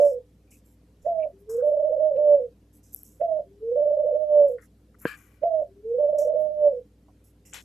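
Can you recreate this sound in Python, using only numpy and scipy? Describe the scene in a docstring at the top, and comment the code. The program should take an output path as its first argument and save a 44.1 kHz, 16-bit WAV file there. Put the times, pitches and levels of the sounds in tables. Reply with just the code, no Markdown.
"""A room of bird cages: air and a far machine hum run throughout; the end of a dove's coo opens the scene.
Three calls follow, each a short falling note, a faint in-drawn hum and a long throbbing coo: a near sine
whose pitch crosses the room's resonances. Around them a parrot near the microphones cracks seeds, knocks
and ticks (noise bursts, short sines), and after 5 s strikes its perch hard, ringing decaying modes and cage.
Noise bursts are cut off at set lengths; the dove's ringing is shut off once weak."""
import sys
import numpy as np
from scipy import signal
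from scipy.fft import rfft, irfft
from scipy.io import wavfile
from scipy.ndimage import uniform_filter1d

SR = 44100
rng = np.random.default_rng(int(sys.argv[2]) if len(sys.argv) > 2 else 0)


def master(y):
    """Save y as 16-bit WAV."""
    cut = np.clip(np.atleast_2d(y).T, -1, 1)
    pcm = np.round(cut * 32767)  # scale
    wavfile.write(sys.argv[1], SR, pcm.astype(np.int16))


N = 336924

# short dove notes: start t/s, time stretch/1, pitch shift/Hz, level shift/dB
SHORT_NOTES = [(1.044, 0.953, 18.65, -0.059), (3.196, 0.869, 12.56, 1.23), (5.416, 0.89, 14.28, 2.664)]


def amp(db):
    """Decibels to gain."""
    return 10 ** (np.asarray(db) / 20)


def evened(x):
    """Scales to rms 1."""
    return x / np.sqrt(np.mean(x ** 2) + 1e-20)


def read(points, hz):
    """Interpolates a table on a log-frequency axis."""
    f, value = np.transpose(points)
    return np.interp(np.log(hz + 1), np.log(f + 1), value)


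def sides(pan_db):
    """Left and right gains for a left-right level difference."""
    return amp(np.array([pan_db / 2, -pan_db / 2]))


def add(mix, start_s, sound):
    """Mixes a two-channel sound in at a start time."""
    part = mix[:, max(round(start_s * SR), 0):][:, :sound.shape[1]]
    part += sound[:, :part.shape[1]]


def burst(colour, t60_s, length_s, rise_s, same, lumpy_db=3.5):
    """Noise of uneven colour and flickering level that rises, dies away and is cut off at its length."""
    grain_db, fade_s = 2, .005
    t = np.arange(12288) / SR
    a, b, grain, lumps = rng.standard_normal((4, len(t)))
    pair = np.array([a, same * a + np.sqrt(1 - same ** 2) * b])  # same: left-right likeness
    hz = np.fft.rfftfreq(len(t), 1 / SR)
    uneven = amp(lumpy_db * evened(uniform_filter1d(lumps, 45))[:len(hz)])
    noise = evened(irfft(rfft(pair) * colour(hz) * uneven, len(t)))
    flicker = amp(grain_db * evened(uniform_filter1d(grain, 120)))
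    rise = np.minimum(t / max(rise_s, 1e-4), 1)
    decay = amp(-60 * t / t60_s)
    cut = 1 / (1 + np.exp(np.clip((t - length_s) / fade_s, -30, 30)))
    return noise * flicker * rise * decay * cut


def air():
    """Room air: random short-time spectra in drifting patches, none below 120 Hz."""
    # spectrum of the air: f/Hz, relative density level/dB
    air_spectrum = [(65, -28), (110, 2), (124, -14), (146, -1), (266, -8.5), (294, -5), (375, -24),
                    (398, -13), (496, -17.5), (907, -28.5), (1500, -32), (11400, -40), (13400, -37)]
    # left-right likeness: f/Hz, likeness/1
    air_likeness = [(60, 1), (200, .996), (400, .98), (700, .8), (1300, .46), (13000, .48)]
    level_db, patchy_db = -62.3, 2.2
    frames, hz = N // 256 + 5, np.fft.rfftfreq(1024, 1 / SR)
    a, b, c, d, patches = rng.standard_normal((frames, 513, 5)).T
    patches = evened(uniform_filter1d(uniform_filter1d(patches, 4, 0), 5, 1))
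    same = np.clip(read(air_likeness, hz), -1, 1)[:, None]
    left = a + 1j * b
    right = same * left + np.sqrt(1 - same ** 2) * (c + 1j * d)
    gain = amp(read(air_spectrum, hz)[:, None] + patchy_db * patches) * (hz > 120)[:, None]
    pair = signal.istft(np.array([left, right]) * gain, nperseg=1024, noverlap=768)[1][:, :N]
    return amp(level_db) * evened(pair)


def hum():
    """Far machine: sines whose pitch and level waver at random, over soft low-passed rumble."""
    # hum lines: f/Hz, level/dB, waver/Hz (rms; the same number is the level swell in dB)
    hum_lines = [(59, -60.5, .4), (99.2, -65.5, 1.6), (209, -78, 2.1), (296.7, -70.5, 1.8), (410, -80, 4.9),
                 (502, -79, 4.6)]
    rumble_db = -72.5
    hz, out = np.fft.rfftfreq(N, 1 / SR), np.zeros(N)
    waver_band = (hz > 1.5) * (hz < 25)
    for f, db, waver_hz in hum_lines:
        swell, drift = (evened(irfft(rfft(v) * waver_band, N)) for v in rng.standard_normal((2, N)))
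        phase = 2 * np.pi * np.cumsum(f + waver_hz * drift) / SR
        out += amp(db + waver_hz * swell) * np.sqrt(2) * np.sin(phase)
    rumble_colour = (hz > 20) * (hz < 125) * (hz / 60) ** 0.65
    rumble = irfft(rfft(rng.standard_normal(N)) * rumble_colour, N)
    return out + amp(rumble_db) * evened(rumble)


def melody():
    """Lays the shared note shapes out call by call; returns one table (t/s, f/Hz, level/dB) a note."""
    # short note before stretch and shifts: t/s after start, f/Hz, level/dB
    short_shape = [(0.002, 535.2, -44.76), (0.023, 606.3, -15.47), (0.036, 693.6, -31.22),
                   (0.06, 658.5, -32.66), (0.118, 635.9, -22.72), (0.222, 593.8, -20.77),
                   (0.229, 545.1, -32.28), (0.298, 533.5, -54.13)]
    # long coo climbing to its pitch: t/s after start, f/Hz, level/dB
    climb_shape = [(-0.007, 429.0, -54.46), (0.022, 443.3, -34.17), (0.084, 468.8, -28.77),
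                   (0.096, 462.2, -33.99), (0.112, 503.5, -28.77), (0.143, 476.9, -36.75),
                   (0.151, 555.8, -22.95), (0.171, 606.4, -16.1)]
    # long coo dropping away: t/s after drop begins, pitch shift/Hz, level shift/dB
    drop_shape = [(-0.017, -19.34, 8.045), (0.03, -48.18, -4.969), (0.033, -107.8, -11.37),
                  (0.048, -102.2, -19.53), (0.101, -111.7, -19.91), (0.108, -143.9, -32.71),
                  (0.154, -166.4, -44.77)]
    # long coos: start t/s, crest t/s, f/Hz, level/dB, bend t/s, f/Hz, drop t/s, f/Hz, level/dB
    coos = [(-0.81, -0.25, 620.0, -8.974, -0.094, 582.4, 0.086, 596.6, -20.79),
            (1.474, 2.019, 624.3, -14.39, 2.27, 590.9, 2.366, 594.6, -19.14),
            (3.608, 4.225, 612.6, -15.07, 4.282, 603.1, 4.464, 593.5, -19.7),
            (5.834, 6.384, 618.0, -15.02, 6.598, 602.3, 6.694, 596.9, -21.89)]
    notes = [np.array(short_shape) * [stretch, 1, 1] + [s, hz, db] for s, stretch, hz, db in SHORT_NOTES]
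    for s, crest_s, crest_hz, crest_db, bend_s, bend_hz, drop_s, drop_hz, drop_db in coos:
        climb = np.add(climb_shape, [s, 0, 0])
        hold = [(crest_s, crest_hz, crest_db), (bend_s, bend_hz, (crest_db + drop_db) / 2)]
        drop = np.add(drop_shape, [drop_s, drop_hz, drop_db])
        notes.append(np.vstack([climb, hold, drop]))
    return sorted(notes, key=lambda note: note[0, 0])


def resonate(x, hz, width_hz):
    """One fixed resonance of gain 1, at least 7 Hz wide, for a complex tone."""
    pole = np.exp((2j * hz - max(width_hz, 7)) * np.pi / SR)
    return signal.lfilter([1 - abs(pole)], [1, -pole], x)


def room(x):
    """Direct sound plus ringing modes, different at each microphone."""
    # modes around the coo: f/Hz, width/Hz (7 at least), left gain/1, right gain/1; sign = polarity
    room_modes = [(444.4, 7.103, 0.832, 0.468), (465.0, 9.833, -0.337, -1.088),
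                  (475.7, 6.861, 1.381, 0.867), (500.0, 6.568, 2.051, 3.225), (515.9, 22.26, 1.744, 2.358),
                  (543.1, 11.9, 1.047, 1.504), (568.2, 29.54, 0.903, 0.693), (589.8, 18.62, 0.997, 1.296),
                  (607.0, 15.37, 0.063, -0.146), (626.4, 23.88, 0.689, 0.797), (648.0, 21.1, 0.831, 1.131),
                  (671.2, 7.044, 1.013, 1.155), (684.2, 11.1, 3.267, 3.131), (718.9, 24.26, 0.485, 0.805)]
    # direct sound: left and right level/dB
    direct_db = [-3.3, -7.6]
    turn_rad, lag_rad = 2.57, -.3  # ahead of the ring; half the left-right phase offset
    phase = turn_rad + np.array([-lag_rad, lag_rad])
    out = np.outer(amp(direct_db) * np.exp(1j * phase), x)
    for hz, width_hz, left, right in room_modes:
        out += np.outer([left, right], resonate(x, hz, width_hz))
    return out


def dove():
    """Near sine, throbbing as it crosses room modes; a 100-per-second flutter, octave and breath ride on it."""
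    # rolling pitch sags: t/s, depth/Hz (negative lifts), 1/e half-width/s
    sags = [(1.667, 15.23, 0.023), (1.722, 61.75, 0.009), (1.779, 58.95, 0.014), (1.833, 67.0, 0.01),
            (1.906, 128.6, 0.013), (1.978, 98.64, 0.018), (2.122, 62.17, 0.014), (2.159, 95.51, 0.017),
            (3.803, 36.97, 0.014), (3.861, 61.32, 0.008), (3.915, 57.81, 0.01), (3.981, 83.5, 0.012),
            (4.048, 120.0, 0.013), (4.083, 24.37, 0.005), (4.129, 120.2, 0.016), (6.063, 34.97, 0.034),
            (6.096, -14.2, 0.009), (6.134, 76.53, 0.008), (6.197, 46.69, 0.018), (6.261, 144.5, 0.011),
            (6.293, 25.72, 0.007), (6.344, 142.8, 0.009)]
    # flutter tones at 100 Hz steps, strongest near 588 Hz: offset f/Hz (sign also sets polarity)
    flutter_offsets = [-300, -200, -100, 100, 200, 300, 400]
    # their strongest levels, relative to the tone: level/dB
    flutter_levels = [-46, -45, -23, -25, -53.5, -38.5, -53.5]
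    # breath skirt around the tone: offset f/Hz, relative level/dB
    breath_skirt = [(1, -0.5), (90, -1), (250, -11), (600, -33), (1500, -56)]
    sag_loss_db_per_hz, waver_hz = .15, 1.5
    flutter_hz, flutter_width_hz = 588, 38  # coo pitch of strongest flutter; 1/e half-width
    octave_db, breath_db = -58, -32
    tail_db, tail_s = -45.5, .03  # ringing under this power is shut off; averaging time
    notes, t = melody(), np.arange(N) / SR
    note_s, note_hz, note_db = np.vstack(notes).T
    sag = sum(depth_hz * np.exp(-((t - at_s) / half_s) ** 2) for at_s, depth_hz, half_s in sags)
    hz = np.interp(t, note_s, note_hz) - sag
    db = np.interp(t, note_s, note_db) - sag_loss_db_per_hz * sag
    sounding = sum((t >= note[0, 0]) & (t < note[-1, 0]) for note in notes) > 0
    level = np.sqrt(2) * amp(db) * uniform_filter1d(sounding * 1., 300)
    waver = evened(uniform_filter1d(uniform_filter1d(rng.standard_normal(N), 500), 500))
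    turn = np.exp(2j * np.pi * np.cumsum(hz + waver_hz * waver) / SR)

    skirt = amp(read(breath_skirt, np.fft.rfftfreq(N, 1 / SR)))
    breath = evened(irfft(rfft(rng.standard_normal((2, N))) * skirt, N))
    near = np.exp(-((hz - flutter_hz) / flutter_width_hz) ** 2)
    flutter = sum(amp(d) * np.sign(f) * np.exp(2j * np.pi * f * t)
                  for f, d in zip(flutter_offsets, flutter_levels))
    riders = 1 + near * flutter + amp(octave_db) * turn + amp(breath_db) * (breath[0] + 1j * breath[1])

    ringing = room(level * turn)
    power = uniform_filter1d((abs(ringing) ** 2).mean(0), round(tail_s * SR))
    gate = power / (power + amp(2 * tail_db))
    return (ringing * riders).real * gate


def seed_cracks():
    """Bright husk noise; a harder crack starts and dies faster."""
    # cracks: t/s, level/dB before the envelope, left-right/dB, length/s, tilt/dB per octave about 8.5 kHz
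    cracks = [(.001, -55, -4, .13, -3), (.044, -54.5, -1, .11, 0), (.504, -58, -2.5, .098, 3),
              (.642, -68, -4, .11, 7), (1.015, -62, -1, .072, -7), (1.378, -72.5, -8, .051, 16),
              (1.492, -49.5, -1.5, .12, -2), (1.64, -70, -9, .08, 12), (2.726, -63, -1, .076, 9),
              (2.827, -62, -3, .12, -3), (2.927, -51.5, -3, .023, 4), (2.956, -52.5, 0, .098, 4),
              (3.041, -54.5, -2, .18, 4.5), (4.47, -65, -4, .078, 6.5), (4.608, -65.5, -7.5, .06, 3),
              (4.985, -59, -1, .066, 8), (5.011, -52.5, 5, .099, 21), (5.066, -53.5, 0, .12, 5),
              (5.165, -61.5, 8, .22, 6), (6.182, -46, -2, .11, -3), (6.379, -70, -3.5, .077, 14.5),
              (7.235, -65.5, -4, .082, 6), (7.45, -56, -4, .17, .5), (7.537, -44, 0, .11, -3)]
    # husk colour: f/Hz, relative density level/dB
    husk_spectrum = [(3500, -50), (4700, -40.5), (4950, -12), (5250, -7.5), (6700, -6), (7900, -4),
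                     (8700, -11), (9300, -15), (9900, -8), (12200, -6), (13000, -6)]
    top_hz, same = 13080, .85
    rise_s, t60_s = .008, .48  # at -55 dB
    rise_shrink_db_per_db, t60_shrink_db_per_db = .5, .45
    out = np.zeros((2, N))
    for s, db, pan_db, length_s, tilt_db in cracks:
        rise = rise_s * amp(-rise_shrink_db_per_db * (db + 55))
        t60 = t60_s * amp(-t60_shrink_db_per_db * (db + 55))

        def husk(f):
            """Tilted husk colour below its top."""
            return amp(read(husk_spectrum, f) + tilt_db * np.log2((f + 1) / 8500)) * (f < top_hz)

        add(out, s, amp(db) * sides(pan_db)[:, None] * burst(husk, t60, length_s, rise, same))
    return out


def resonant_burst(db, hz, width_hz, pan_db, length_s, rise_s):
    """Noise burst around one broad resonance."""
    same, t60_lengths = .8, 3.8  # left-right likeness; t60 in lengths, before the cut

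    def body(f):
        """Flat-topped resonance."""
        return 1 / (1 + (2 * (f - hz) / width_hz) ** 4)

    return amp(db) * sides(pan_db)[:, None] * burst(body, t60_lengths * length_s, length_s, rise_s, same)


def resonant_bursts():
    """Resonant noise bursts: knocks, scrapes, soft swells into loud blows, a click as the dove's voice catches."""
    # bursts (swells at 5.004 and 7.525 s, voice click at 2.16 s):
    # t/s, level/dB before the envelope, f/Hz, width/Hz, left-right/dB, length/s, rise/s
    burst_rows = [(.039, -62.5, 1490, 1203, -3.5, .034, .01), (.471, -72, 2530, 490, 7, .048, .0056),
                  (.512, -63.5, 2520, 600, 9, .07, .006), (1.199, -56.5, 2325, 505, 1, .02, .0042),
                  (1.219, -47, 2480, 605, 5.5, .035, .0084), (1.49, -58.5, 1052, 1170, 4, .12, .004),
                  (1.577, -51, 1370, 614, 4, .066, .046), (2.16, -56, 1514, 3500, -2, .02, .004),
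                  (4.579, -56, 1633, 910, 7, .065, .0063), (4.624, -58, 1644, 900, 9, .04, .004),
                  (4.941, -59.5, 1580, 900, 2.5, .022, .0034), (5.004, -52.5, 1645, 1400, 8.5, .11, .052),
                  (5.055, -45, 2050, 2000, 5, .115, .006), (5.058, -54, 4350, 1600, 8, .1, .013),
                  (5.164, -62.5, 2040, 1600, 8.5, .26, .005), (6.184, -64.5, 1976, 2400, 3.5, .046, .0031),
                  (7.08, -59.5, 806, 800, -5, .04, .006), (7.449, -65.5, 2440, 1190, 6, .097, .0048),
                  (7.525, -41, 2000, 2320, 9.5, .088, .018), (7.542, -47, 3400, 2400, 10, .08, .004)]
    out = np.zeros((2, N))
    for s, *row in burst_rows:
        add(out, s, resonant_burst(*row))
    return out


def onset_clicks():
    """A click opens each short dove note, growing quickly with the note's level."""
    delay_s, level_db, db_per_db = .011, -59, 3.6
    out = np.zeros((2, N))
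    for s, _, _, shift_db in SHORT_NOTES:
        click = resonant_burst(level_db + db_per_db * shift_db, hz=1450, width_hz=2900,
                               pan_db=-4, length_s=.02, rise_s=.004)
        add(out, s + delay_s, click)
    return out


def indraws():
    """Faint wavering tone that creeps up toward the long coo."""
    # in-drawn hums: start t/s, length/s, start f/Hz, mean level/dB
    indraw_rows = [(1.31, .17, 380, -58), (3.44, .17, 380, -59), (5.67, .16, 378, -57)]
    glide_hz, waver_db, pan_db = 35, 4, 2.5
    out = np.zeros((2, N))
    for s, length_s, hz, db in indraw_rows:
        u = np.arange(0, 1, 1 / (length_s * SR))
        waver = evened(uniform_filter1d(uniform_filter1d(rng.standard_normal(8000), 700), 700))[:len(u)]
        tone = np.sin(2 * np.pi * np.cumsum(hz + glide_hz * u) / SR) * signal.windows.tukey(len(u), .3)
        add(out, s, np.outer(sides(pan_db), np.sqrt(2) * amp(db + waver_db * waver) * tone))
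    return out


def beak_ticks():
    """Sharp ticks: high sines under a sub-millisecond Gaussian."""
    # ticks: t/s, peak level/dB, f/Hz, left-right/dB
    ticks = [(1.4961, -48.5, 6010, -0.5), (2.9248, -44, 12400, 3), (2.9324, -39, 12500, -2),
             (2.9386, -31.5, 12850, -1), (2.9467, -16, 11750, 5), (2.9617, -31.5, 11600, 8),
             (2.9824, -41, 12900, 0), (2.9906, -35, 12700, 3), (3.019, -46, 11840, 2.0),
             (3.0329, -28, 12000, 2), (6.1878, -37, 6760, -6.5), (7.5354, -24.5, 7340, 4.5)]
    centre_s, half_s = .0006, .00024
    out, t = np.zeros((2, N)), np.arange(4000) / SR
    for s, db, hz, pan_db in ticks:
        tick = np.sin(2 * np.pi * hz * t) * np.exp(-((t - centre_s) / half_s) ** 2)
        add(out, s, amp(db) * np.outer(sides(pan_db), tick))
    return out


def perch_blow():
    """Hardest blow: decaying perch modes, then noise coloured by the cage's resonances."""
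    # perch modes: f/Hz, initial level/dB before onset and high-pass, t60/s
    perch_modes = [(183, -26, 0.029), (330, -11, 0.017), (467, -18.5, 0.046), (973, -23, 0.022),
                   (1597, -18, 0.033)]
    # cage resonances: f/Hz, width/Hz, relative level/dB
    cage_modes = [(1215, 130, -9), (1634, 125, -5), (1710, 150, -5), (2370, 150, -2.5), (3050, 200, -15.5)]
    blow_s, blow_pan_db, onset_s = 5.0535, 1, .00028
    cage_db, cage_pan_db = -38, 6.9
    out, t = np.zeros((2, N)), np.arange(4000) / SR
    modes = sum(amp(db - 60 * t / t60_s) * np.sin(2 * np.pi * hz * t) for hz, db, t60_s in perch_modes)
    blow = modes * (1 - np.exp(-(t / onset_s) ** 2))
    # high-pass keeps the blow free of deep bass
    blow = signal.sosfilt(signal.butter(3, 140, "high", fs=SR, output="sos"), blow)
    add(out, blow_s, np.outer(sides(blow_pan_db), blow))

    def cage(f):
        """Summed cage resonances."""
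        return sum(amp(db) / (1 + (2 * (f - hz) / width_hz) ** 2) for hz, width_hz, db in cage_modes)

    ring = burst(cage, t60_s=.6, length_s=.105, rise_s=.0046, same=.84, lumpy_db=0)
    add(out, blow_s, amp(cage_db) * sides(cage_pan_db)[:, None] * ring)
    return out


def scene():
    """Sums the room air, machine, dove and parrot."""
    background = air() + hum()
    calls = dove() + onset_clicks() + indraws()
    impacts = seed_cracks() + resonant_bursts() + beak_ticks() + perch_blow()
    return background + calls + impacts


def record(dry):
    """Band limit: linear-phase low-pass."""
    edge_hz = 13350
    low_pass = signal.firwin(511, edge_hz, window=("kaiser", 9), fs=SR)
    return signal.oaconvolve(dry, low_pass[None], "same")


dry = scene()
out = record(dry)
master(out)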